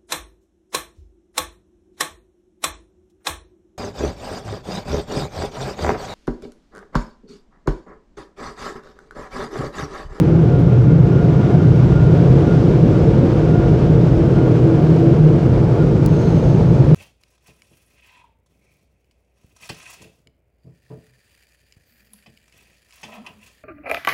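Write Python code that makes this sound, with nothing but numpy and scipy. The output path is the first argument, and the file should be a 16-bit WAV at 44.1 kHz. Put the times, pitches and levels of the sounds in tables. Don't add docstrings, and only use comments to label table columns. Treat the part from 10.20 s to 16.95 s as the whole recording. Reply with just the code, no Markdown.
import sys
import numpy as np
from scipy import signal
from scipy.fft import rfft, irfft, next_fast_len
from scipy.io import wavfile
from scipy.ndimage import uniform_filter1d, minimum_filter1d

SR = 44100
rng = np.random.default_rng(int(sys.argv[2]) if len(sys.argv) > 2 else 0)


def generate_wav(signal):
    frames = np.transpose(np.atleast_2d(signal))
    scaled = np.clip(frames, -1, 1) * 32767
    pcm = np.round(scaled).astype(np.int16)
    wavfile.write(sys.argv[1], SR, pcm)


N = 297539


def from_db(db):
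    return 10 ** (np.asarray(db) / 20)


def rms_one(x):
    return x / np.sqrt(np.mean(x ** 2) + 1e-20)


def in_time(rows):
    s, *columns = np.transpose(rows)
    return [np.interp(np.arange(N) / SR, s, column) for column in columns]


def drift(rate_hz):
    r = np.exp(-2 * np.pi * rate_hz * 40 / SR)
    noise = rng.standard_normal(N // 40 + 2002)
    slow = signal.lfilter([1], [1, -2 * r, r * r], noise)[2000:]
    return np.interp(np.arange(N) / 40, np.arange(len(slow)), rms_one(slow))


def coloured(spectrum):
    size = next_fast_len(N)
    hz = np.arange(1, size // 2 + 2) * SR / size
    corner_hz, corner_db = np.array(spectrum).T
    shape_db = np.interp(np.log(hz), np.log(corner_hz), corner_db, left=-200, right=-200)
    noise = irfft(rfft(rng.standard_normal(size)) * from_db(shape_db), size)
    return rms_one(noise[:N])


def turning(first, later, start_s, end_s):
    turn = np.interp(np.arange(N) / SR, [start_s, end_s], [0, np.pi / 2])
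    return np.cos(turn) * coloured(first) + np.sin(turn) * coloured(later)


def resonance(x, hz, width_hz):
    r = np.exp(-np.pi * width_hz / SR)
    poles = [1, -2 * r * np.cos(2 * np.pi * hz / SR), r * r]
    return signal.lfilter([(1 - r * r) / 2, 0, (r * r - 1) / 2], poles, x)


def ring(clicks, hz, t60):
    r = from_db(-60 / (t60 * SR))
    w = 2 * np.pi * hz / SR
    return signal.lfilter([0, np.sin(w)], [1, -2 * r * np.cos(w), r * r], clicks + 1e-18)


def swell(s, db, length):
    place = np.clip((np.arange(N) / SR - s) / length, -.5, .5)
    return from_db(db) * np.cos(np.pi * place) ** 1.4


def air_jets():
    # time in seconds, strength in dB, rumble level in dB, hiss level in dB.
    air = [(0, -1, -20.5, -49.5), (0.8, -1.5, -17.5, -49.5), (1.3, 0.5, -19.5, -47), (1.75, -0.5, -15, -47),
           (2.1, 2.5, -17, -45), (2.45, 0, -16.5, -45.8), (2.9, 1.5, -18, -46.5), (3.6, 0.1, -16, -47),
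           (4.25, 0.1, -20, -47.5), (4.7, 0.5, -19, -46.5), (5.4, -0.6, -18.5, -48),
           (6.05, -1.3, -17.5, -47), (6.74, -0.2, -16.5, -46.5)]
    # frequency in Hz, relative density in dB per Hz.
    rumble = [(24, -34.5), (31, -26), (38, -8.5), (45, 0), (55, -0.5), (70, -1.5), (100, 4), (140, 1),
              (200, -13), (300, -30)]
    roar_ahead = [(100, -32), (170, -1), (215, -11.5), (243, -12.5), (285, -7), (311, -11.5), (344, -8),
                  (418, -12.5), (457, -12), (583, -22.5), (700, -34), (910, -55), (1540, -120)]
    roar_overhead = [(100, -22.5), (170, -0.5), (188, -8.5), (226, -7.5), (253, -10.5), (324, -5.5),
                     (356, -8.5), (413, -9.5), (454, -8), (656, -23.5), (700, -25.5), (910, -45.5),
                     (1540, -120)]
    rush_held_up = [(350, -32.5), (600, -1.5), (662, -4.5), (720, -5.5), (805, -8), (953, -9.5),
                    (1040, -13.5), (1150, -12), (1340, -15), (1370, -14), (1450, -15.5), (1490, -14.5),
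                    (1850, -22), (2290, -22), (3200, -30.5), (4160, -56), (7040, -120)]
    rush_lowered = [(350, -31), (600, -0.5), (746, -8.5), (864, -2.5), (1060, -12.5), (1120, -11),
                    (1370, -13), (1950, -21), (2420, -21.5), (2590, -24.5), (3200, -35), (4160, -50),
                    (7040, -120)]
    hiss_under = [(1650, -25), (2800, -3.5), (3660, -2.5), (4080, -5.5), (5540, -7.5), (7940, -17.5),
                  (11300, -30.5), (16500, -35), (17500, -41)]
    hiss_back = [(1650, -32), (2800, -2), (5410, -7.5), (8980, -20), (11600, -31.5), (16500, -32),
                 (17500, -39.5)]

    air_db, rumble_db, hiss_db = in_time(air)
    eddies = drift(36)
    roar_db = -16 + 0.79 * air_db + 0.65 * drift(10)
    rush_db = -31 + 0.87 * air_db + 0.8 * eddies + 0.18 * drift(24)
    hiss_db = hiss_db + 0.56 * eddies + 0.3 * drift(25)
    return (from_db(rumble_db) * coloured(rumble)
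            + from_db(roar_db) * turning(roar_ahead, roar_overhead, 1.69, 3.1)
            + from_db(rush_db) * turning(rush_held_up, rush_lowered, 4.9, 5.76)
            + from_db(hiss_db) * turning(hiss_under, hiss_back, 3.5, 4.4))


def cabin_boom():
    # time in seconds, levels of the first, second and third mode in dB.
    boom = [(0, -23.5, -14, -22), (0.5, -11, -20, -33), (1.0, -12, -20, -30.5), (1.6, -14, -14.5, -29.5),
            (2.4, -15.5, -17, -26.5), (3.1, -19, -22, -23), (3.6, -17, -21.5, -23), (4.1, -16, -22, -24.5),
            (4.7, -25, -19, -22), (5.3, -17, -19.5, -25.5), (6.0, -20.5, -18.5, -27),
            (6.74, -17, -15.5, -37)]
    # frequency in Hz, width of the first of two resonances in Hz.
    modes = [(127, 27.7), (158, 24.8), (333, 25.8)]
    out = 0
    for (hz, width_hz), level_db in zip(modes, in_time(boom)):
        push = rng.standard_normal(N + SR)
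        once = resonance(push, hz, width_hz)
        twice = resonance(once, hz, 0.97 * width_hz)
        mode = rms_one(twice[SR:])
        swing = np.sqrt(uniform_filter1d(mode ** 2, size=1300) + 0.034)
        out = out + from_db(level_db) * rms_one(mode / swing ** .6)
    return out


def drone():
    # centre in seconds, frequency there in Hz, level in dB, length in seconds.
    swells = [(0.15, 162.5, -10.5, 0.18), (0.58, 119.3, -6, 0.22), (0.77, 163, -7.5, 0.17),
              (0.94, 130, -8.5, 0.32), (1.25, 129, -15, 0.17), (1.52, 124.2, -9, .25),
              (1.92, 160.4, -12.5, 0.27), (2.12, 136, -7.5, 0.31), (2.34, 115, -14, 0.21),
              (2.66, 160.6, -9.5, .2), (2.89, 133, -14, 0.094), (3.104, 330.5, -15, 0.23),
              (3.3, 159.3, -11.5, 0.27), (3.5, 128.4, -16, 0.27), (3.75, 160, -12, .3),
              (4.1, 134.3, -16.5, 0.41), (4.42, 120, -6.5, 0.29), (4.5, 328.4, -16, 0.19),
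              (4.68, 157, -6, 0.33), (4.847, 330.6, -20.5, .3), (4.88, 130.5, -7.5, .2),
              (5.04, 157.6, -6.5, 0.18), (5.16, 140, -9, 0.085), (5.4, 147.3, -19, .3),
              (5.88, 142.5, -14.5, 0.32), (6.13, 160, -12.5, 0.089), (6.32, 128, -8.5, .12),
              (6.56, 134.3, -12.5, 0.29), (6.72, 151, -8.5, 0.25)]
    rise_hz_per_s = 38
    t = np.arange(N) / SR
    tremble = 2 * np.pi * np.cumsum(2.74 * drift(15.5)) / SR
    out = 0
    for s, hz, db, length in swells:
        mean_hz = hz + rise_hz_per_s * (t - s) / 2
        out = out + swell(s, db, length) * np.sin(2 * np.pi * mean_hz * (t - s) + tremble)
    return from_db(0.92 * drift(19)) * out


def blade_whine():
    # detune in Hz,
    # starting level at the blade rate in dB, starting level at its second multiple in dB.
    fans = [(0.85, -39, -49.5), (-0.48, -41.5, -48), (-2, -44.5, -51.5), (2, -44.5, -51.5)]
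    # multiple of the blade rate, level in dB.
    upper_whine = [(3, -62), (4, -66)]
    # centre in seconds, multiple of the blade rate, level in dB, length in seconds.
    surges = [(0.84, 1, -33.5, 0.25), (0.98, 2, -37, 0.24), (1.255, 2, -40, 0.29), (1.326, 1, -29.5, .16),
              (1.41, 2, -33.5, 0.062), (1.618, 2, -41, 0.061), (1.812, 2, -33.5, 0.28),
              (2.1, 1, -33.5, 0.88), (2.327, 2, -34.5, 0.16), (2.6, 1, -35, .15), (2.742, 2, -37, .12),
              (3.38, 2, -40, .25), (3.42, 1, -31.5, 0.35), (4.196, 2, -39, .35), (4.217, 1, -37, 0.15),
              (4.58, 1, -37, .2), (4.858, 1, -34, 0.28), (5.614, 2, -35, .1), (6.59, 1, -30, .08)]
    blade_hz, fade_db_per_s = 707.3, 0.9

    t = np.arange(N) / SR
    phase = 2 * np.pi * np.cumsum(blade_hz + 0.8 * drift(2.45)) / SR
    out = sum(from_db(db) * np.sin(multiple * phase) for multiple, db in upper_whine)
    for detune_hz, first_db, second_db in fans:
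        own = phase + 2 * np.pi * (detune_hz * t + rng.random())
        change_db = 1.1 * drift(8.6) - fade_db_per_s * t
        out = out + from_db(first_db + change_db) * np.sin(own)
        out = out + from_db(second_db + change_db) * np.sin(2 * own + 0.5 * drift(7.4))
    blurred = phase + 0.3 * drift(14)
    flutter = from_db(1.6 * drift(18))
    for s, multiple, db, length in surges:
        out = out + flutter * swell(s, db, length) * np.sin(round(multiple) * blurred)
    return out


def snap():
    # frequency in Hz, level relative to the click in dB, 60 dB decay time in seconds.
    modes = [(4380, -4, 0.011), (5060, -6, .008), (6100, -6, .007), (7440, -3, .005), (9500, -1.5, 0.0054),
             (10800, -10, .004), (11800, -9, .004), (13100, -7, .003), (14400, -7, .003), (15500, 2, .003),
             (16600, 3.5, .003)]
    click = np.zeros(N)
    click[round(5.8613 * SR)] = from_db(-24.5)
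    out = 0
    for k, (hz, db, t60) in enumerate(modes):
        out = out + (-1) ** k * from_db(db) * ring(click, hz, t60)
    return out


def squeak():
    # frequency in Hz, width in Hz, relative level in dB.
    low = [(4102, 30, -1), (4224, 90, 0)]
    high = [(5765, 60, -11), (6266, 60, -2), (6336, 50, 0), (6573, 40, -4)]
    start_s, peak_s = 5.88, 6.06
    rise_db_per_s, fade_db_per_s = 38, 22
    t = np.arange(N) / SR
    shape_db = np.minimum(rise_db_per_s * (t - peak_s), fade_db_per_s * (peak_s - t))
    out = 0
    for tones, peak_db in ((low, -54), (high, -51.5)):
        flutter_db = 2 * drift(60) + 1.5 * drift(25)
        rub = rng.standard_normal(N) * from_db(flutter_db)
        voice = sum(from_db(db) * rms_one(resonance(rub, hz, width_hz)) for hz, width_hz, db in tones)
        out = out + from_db(peak_db + shape_db) * (t > start_s) * rms_one(voice)
    return out


def rustles():
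    # start in seconds, level in dB, length in seconds.
    puff_rows = [(.389, -54, .007), (.402, -56, .008), (.598, -63, .012), (.612, -65, .006),
                 (.623, -60, .008), (4.62, -64, .035), (4.79, -64, .03), (4.870, -64, .008),
                 (6.533, -65, .008), (6.668, -62, .004)]
    t = np.arange(N) / SR
    puffs = 0
    for s, db, length in puff_rows:
        puffs = puffs + from_db(db) * np.sin(np.pi * np.clip((t - s) / length, 0, 1))
    band = signal.butter(2, [4500, 16500], "band", fs=SR, output="sos")
    return puffs * rms_one(signal.sosfilt(band, rng.standard_normal(N)))


def scene():
    return (air_jets() + cabin_boom() + drone() + blade_whine() + snap() + squeak() + rustles())[None]


def record(dry):
    loud_db = 10 * np.log10(uniform_filter1d(dry[0] ** 2, size=3500) + 1e-9)
    x = dry[0] * from_db(-0.25 * (loud_db + 11.5))
    over_db = np.maximum(20 * np.log10(np.abs(x) + 1e-9) + 0.01, 0)
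    fall_db = 60 * np.arange(N) / SR
    held_db = np.maximum.accumulate(over_db + fall_db) - fall_db
    gain_db = uniform_filter1d(minimum_filter1d(-held_db, size=133), size=67)
    low_pass = signal.ellip(9, 0.1, 60, 17200, fs=SR, output="sos")
    return signal.sosfilt(low_pass, x * from_db(gain_db))[None]


dry = scene()
out = record(dry)
generate_wav(out)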